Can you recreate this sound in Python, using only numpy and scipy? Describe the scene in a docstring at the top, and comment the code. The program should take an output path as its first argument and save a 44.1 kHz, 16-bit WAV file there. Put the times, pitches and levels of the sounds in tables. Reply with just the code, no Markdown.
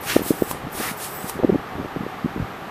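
"""A jet of air hisses against an open palm: a rubber blower, squeezed twice in a quiet room.
On each release the bulb sucks air through its thinly whistling valve and pops back into shape.
Fingers rub and bump the rubber close to the microphone, then turn the blower over.
Steady room noise and a faint electrical whine lie underneath."""
import sys
import numpy as np
from scipy import signal
from scipy.fft import rfft, irfft
from scipy.io import wavfile

SR = 44100
rng = np.random.default_rng(int(sys.argv[2]) if len(sys.argv) > 2 else 0)


def put_to_file(sound):
    """Save the sound as 16-bit audio at rate SR, in the file named by the first command-line argument."""
    columns = np.atleast_2d(sound).T  # one column per channel
    safe = np.clip(columns, -1, 1)
    whole_steps = np.round(safe * 32767)
    wavfile.write(sys.argv[1], SR, whole_steps.astype(np.int16))


N = 119070
TIME_S = np.arange(N) / SR

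# outflow, one list per squeeze: (time [s], jet level [dB], palm level [dB])
SQUEEZE_STROKES = [
    [(0.0, -62, -64), (0.018, -53, -51), (0.026, -48, -54), (0.03, -45, -52.5), (0.096, -34.5, -25),
     (0.16, -36.5, -29.5), (0.215, -49, -44.5)],
    [(0.7, -61, -53), (0.748, -41.5, -61), (0.774, -38, -37.5), (0.834, -35.5, -30.5), (0.884, -37.5, -30),
     (0.91, -39, -34.5), (0.942, -49, -53), (0.96, -54, -56)],
]
# nozzle hiss, its sharp edge, rush on the palm: (frequency [Hz], density [dB])
JET_SPECTRUM = [(500, -12), (2000, 1), (4000, 2), (5600, 2), (7500, 2.5), (10000, 7.5), (11200, 6.5),
                (12200, 2.5), (13500, 8.5), (15000, -1)]
EDGE_SPECTRUM = [(2000, -30), (4000, -8), (5600, 5), (7000, -1), (9000, -20)]
PALM_SPECTRUM = [(300, -13), (700, -6), (1150, -1), (1500, 1.5), (1750, -2.5), (2150, 0), (2700, -3.5),
                 (3700, -9.5), (4700, -11), (7000, -18.5), (15000, -36)]
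# shift of the rush by the spot each jet hits: (frequency factor [ratio])
PALM_SHIFTS = [1.21, 0.86]
# grip changes: (start [s], length [s], level [dB])
GRIP_RUBS = [(0, 0.3, -37.5), (.3, 0.26, -37.5), (0.477, 0.11, -39), (0.609, 0.094, -38.5),
             (0.736, .1, -35.5), (.84, 0.069, -42), (1.177, 0.22, -45), (1.363, 0.13, -32),
             (1.5, 0.15, -37), (1.715, 0.17, -31.5), (1.917, 0.23, -35.5), (2.123, 0.32, -42),
             (2.356, 0.093, -32), (2.515, 0.11, -46)]
# room noise: (frequency [Hz], density [dB])
ROOM_SPECTRUM = [(25, -26), (60, -9), (170, -1.5), (280, -3), (400, -0.5), (560, -4.5), (680, -2.5),
                 (760, 2), (900, -2.5), (1050, -4), (1190, -0.5), (1410, -6.5), (1750, -7), (2400, -13.5),
                 (3200, -17), (5000, -26.5), (7000, -31.5), (11000, -35.5), (15000, -39)]
# flow reversals: (start [s], length [s], level [dB], start pitch [Hz])
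VALVE_CHIRPS = [(.008, .014, -40, 12700), (0.223, 0.019, -31, 12800), (0.718, .018, -40, 12900),
                (0.964, 0.016, -45, 13050)]
# hand contacts: (crest time [s], peak [dB], pitch [Hz], length [s])
HAND_BUMPS = [(0.1629, -5.5, 257, 0.0065), (0.1662, 3, 390, 0.0026), (.195, -12, 350, 0.0028),
              (0.2086, -16, 260, 0.0047), (0.2188, -14, 290, 0.0039), (.264, -19.5, 278, 0.0044),
              (.308, -1, 288, 0.0044), (0.3148, -11.5, 354, 0.0044), (.3385, -23, 290, .005),
              (0.4227, -2, 308, 0.0032), (.4335, -22, 357, .005), (0.546, -31, 139, 0.015),
              (0.65, -24, 126, 0.024), (0.6716, -19.5, 205, 0.0045), (0.802, -19, 276, 0.0072),
              (0.8073, -16.5, 400, 0.0025), (0.916, -21, 196, 0.0062), (1.245, -20, 187, .007),
              (1.3576, -23, 210, .006), (1.392, -15, 300, 0.0023), (1.400, -16, 407, 0.0084),
              (1.4285, -18, 438, 0.0025), (1.4362, -8, 510, 0.0025), (1.4443, -10, 505, 0.0053),
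              (1.448, -2, 313, 0.0062), (1.4905, -14, 220, 0.0073), (1.4953, -6, 345, 0.0036),
              (1.5005, -3.5, 367, 0.006), (1.5244, -11.5, 177, 0.0096), (1.529, -10.5, 240, 0.0044),
              (1.5348, -13, 230, 0.013), (1.5473, -10.5, 352, 0.0037), (1.5509, -12, 215, 0.0031),
              (1.558, -6.5, 280, .006), (1.7835, -19.5, 298, 0.0046), (1.8015, -18, 256, 0.0061),
              (1.8127, -20, 292, 0.0059), (1.849, -18.5, 318, 0.0038), (1.9637, -15, 325, 0.005),
              (1.971, -17, 184, 0.0066), (2.0095, -15.5, 210, 0.0077), (2.0364, -19.5, 218, .007),
              (2.0663, -15, 338, 0.0037), (2.2482, -9.5, 200, 0.0075), (2.2605, -10, 243, 0.0058),
              (2.3635, -14.5, 238, 0.0052), (2.3794, -18, 166, 0.0099), (2.4002, -13.5, 214, 0.0057),
              (2.407, -17.5, 139, 0.011), (2.4264, -17.5, 105, 0.016), (2.447, -25, 122, .012),
              (2.623, -30.5, 145, 0.012)]
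# hand push, rubber body, knock: (pitch multiple [ratio], relative level [dB])
BUMP_PARTIALS = [(.4, -10.5), (1, 1.5), (1.9, -22)]
# inflow, one list per refill: (time [s], hiss level [dB], sizzle level [dB])
REFILL_STROKES = [
    [(0.22, -50, -44), (0.232, -41.5, -43), (0.252, -37, -37), (0.29, -31.5, -33), (0.336, -41.5, -47),
     (0.438, -45.5, -38), (0.474, -42.5, -45), (0.512, -34, -32), (0.538, -43.5, -59), (0.612, -56, -69),
     (0.66, -62, -69)],
    [(0.965, -51, -56), (0.975, -47.5, -37), (1.005, -37, -49), (1.047, -32.5, -45), (1.089, -40.5, -47),
     (1.149, -46.5, -36.5), (1.263, -43, -45), (1.297, -33, -42), (1.315, -42.5, -49), (1.389, -55, -73),
     (1.41, -66, -69)],
]
# intake hiss: (frequency [Hz], density [dB])
INTAKE_SPECTRUM = [(800, -13), (2500, -1.5), (5000, -2), (6500, -2), (7500, 0), (8100, 2), (9200, 2),
                   (9900, 0.5), (11000, 3.5), (12300, 0.5), (13500, -1), (15000, -11)]
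# air path, mostly short-tube overtones: (frequency [Hz], width [Hz], relative level [dB])
VALVE_MODES = [(2750, 440, -10), (5330, 600, -8.5), (8020, 380, -1.5), (9000, 650, -17), (11000, 750, -4),
               (13500, 1000, 7), (14650, 650, 2)]
# tones of slow intake: (start [s], length [s], level [dB], pitch [Hz])
VALVE_WHISTLES = [(0.43, 0.023, -47, 8100), (1.12, .07, -43, 13900), (1.166, 0.13, -48.5, 8050)]
# bulb regaining its shape: (time [s], ring level [dB], tick level [dB])
BULB_POPS = [(0.5124, -12.5, -24), (1.2964, -18.5, -24)]
# rubber wall resonances: (frequency [Hz], relative level [dB], T60 [s])
BULB_MODES = [(650, -12, 0.011), (1000, 0.5, 0.01)]


def from_db(db):
    """Decibels to gain."""
    return 10 ** (np.asarray(db) / 20)


def unit_rms(x):
    """Scale to unit rms."""
    return x / np.sqrt(np.mean(x ** 2) + 1e-20)


def noise(spectrum):
    """Unit-rms noise of the given colour."""
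    hz, db = np.transpose(spectrum)
    bins_hz = np.fft.rfftfreq(N, 1 / SR) + 1
    colour = from_db(np.interp(np.log(bins_hz), np.log(hz), db))
    return unit_rms(irfft(rfft(rng.standard_normal(N)) * colour, N))


def drift(rate_hz):
    """Unit-rms random wander."""
    lowpass = signal.butter(2, rate_hz, fs=SR, output="sos")
    return unit_rms(signal.sosfilt(lowpass, rng.standard_normal(N + SR))[SR:])


def air_tone(hz, width_hz):
    """Air-driven resonance, unsteady in strength and phase."""
    phase = 2 * np.pi * np.cumsum(hz * np.ones(N)) / SR
    return unit_rms(drift(width_hz / 2) * np.cos(phase) + drift(width_hz / 2) * np.sin(phase))


def swell(start_s, length_s):
    """Rounded rise and fall."""
    return np.sqrt(np.abs(np.sin(np.pi * np.clip((TIME_S - start_s) / length_s, 0, 1))))


def flow(strokes, column, fade_db_per_s=500):
    """Gain following one level column through each stroke, dying fast outside it."""
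    gain = np.zeros(N)
    for rows in map(np.array, strokes):
        outside_s = np.abs(TIME_S - np.clip(TIME_S, rows[0, 0], rows[-1, 0]))
        gain += from_db(np.interp(TIME_S, rows[:, 0], rows[:, column]) - fade_db_per_s * outside_s)
    return gain


def nozzle_jet(gain_db=5, edge_db=-37, full_flow_db=-33, edge_exponent=2.4):
    """The nozzle hisses, sharper when pressed hard."""
    outflow = flow(SQUEEZE_STROKES, 1)
    hiss = from_db(gain_db) * outflow * noise(JET_SPECTRUM)
    edge_gain = from_db(edge_db) * (outflow / from_db(full_flow_db)) ** edge_exponent
    return hiss + edge_gain * noise(EDGE_SPECTRUM)


def palm_rush(gain_db=1, flutter_db=0.96, flutter_hz=56):
    """The jet flutters against the skin."""
    rush = np.zeros(N)
    for stroke, shift in zip(SQUEEZE_STROKES, PALM_SHIFTS):
        rush += flow([stroke], 2) * noise([(hz * shift, db) for hz, db in PALM_SPECTRUM])
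    return from_db(gain_db + flutter_db * drift(flutter_hz)) * rush


def finger_rubs(slips_per_s=230, low_hz=59.4, high_hz=324):
    """Skin slips on rubber in small dull jerks."""
    slips = (rng.random(N) < slips_per_s / SR) * rng.standard_normal(N)
    dull = signal.sosfilt(signal.butter(2, high_hz, fs=SR, output="sos"), slips + 1e-18)
    dull = signal.sosfilt(signal.butter(1, low_hz, "high", fs=SR, output="sos"), dull)
    grip = sum(from_db(db) * swell(start_s, length_s) for start_s, length_s, db in GRIP_RUBS)
    return unit_rms(dull) * grip


def room(noise_db=-34, whine_db=-58, whine_hz=12258, wander_hz=14):
    """Steady background noise and a thin electrical whine."""
    background = from_db(noise_db) * noise(ROOM_SPECTRUM)
    phase = 2 * np.pi * np.cumsum(whine_hz + wander_hz * drift(30)) / SR
    return background + from_db(whine_db) * np.sin(phase)


def valve_chirps(sweep_hz_per_s=52000):
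    """The valve chirps upward as the flow reverses."""
    out = np.zeros(N)
    for start_s, length_s, db, start_hz in VALVE_CHIRPS:
        hz = start_hz + sweep_hz_per_s * np.clip(TIME_S - start_s, 0, length_s)
        out += from_db(db) * swell(start_s, length_s) * air_tone(hz, width_hz=630)
    return out


def hand_bumps(steepness=3.57):
    """Each soft contact shakes the rubber for a cycle or two; pressure follows its speed."""
    out = np.zeros(N)
    for crest_s, peak_db, hz, length_s in HAND_BUMPS:
        near = np.abs(TIME_S - crest_s) < 4 * length_s
        offset_s = TIME_S[near] - crest_s
        shake = sum(from_db(db) * np.sin(2 * np.pi * multiple * hz * offset_s) / multiple
                    for multiple, db in BUMP_PARTIALS)
        speed = np.gradient(shake / np.cosh(steepness * offset_s / length_s))
        out[near] += from_db(peak_db) * speed / speed.max()
    return out


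def intake_hiss(gain_db=2, full_flow_db=-31.5, exponent=1.09):
    """Air drawn back into the bulb hisses, growing slightly faster than the flow."""
    inflow = flow(REFILL_STROKES, 1) / from_db(full_flow_db)
    return from_db(gain_db + full_flow_db) * inflow ** exponent * noise(INTAKE_SPECTRUM)


def valve_sizzle(gain_db=-1, wander_hz=69.5):
    """Inflow excites the wandering resonances of the air path."""
    tube = sum(from_db(db) * air_tone(hz + wander_hz * drift(9.3), width_hz)
               for hz, width_hz, db in VALVE_MODES)
    return from_db(gain_db) * flow(REFILL_STROKES, 2) * unit_rms(tube)


def valve_whistles():
    """The valve whistles thinly while the intake is slow."""
    return sum(from_db(db) * swell(start_s, length_s) * air_tone(hz, width_hz=190)
               for start_s, length_s, db, hz in VALVE_WHISTLES)


def bulb_pops(tick_t60_s=0.021):
    """The full bulb snaps taut: a damped rubber ring and a tick of air."""
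    out = np.zeros(N)
    for start_s, ring_db, tick_db in BULB_POPS:
        age_s = np.maximum(TIME_S - start_s, 0)
        fade = -np.log(1000) * age_s
        for hz, db, t60_s in BULB_MODES:
            out -= from_db(ring_db + db) * np.sin(2 * np.pi * hz * age_s) * np.exp(fade / t60_s)
        out += from_db(tick_db) * (age_s > 0) * np.exp(fade / tick_t60_s) * noise(INTAKE_SPECTRUM)
    return out


def scene():
    """One microphone feeds both channels."""
    squeezes = nozzle_jet() + palm_rush()
    valve = intake_hiss() + valve_sizzle() + valve_chirps() + valve_whistles()
    rubber = bulb_pops() + hand_bumps() + finger_rubs()
    mono = squeezes + valve + rubber + room()
    return np.array([mono, mono])


def record(dry, cutoff_hz=15200):
    """The loudest bump just clips; a steep low-pass cuts the top."""
    lowpass = signal.ellip(10, .05, 70, cutoff_hz, fs=SR, output="sos")
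    return signal.sosfiltfilt(lowpass, np.clip(dry, -1, 1))


dry = scene()
out = record(dry)
put_to_file(out)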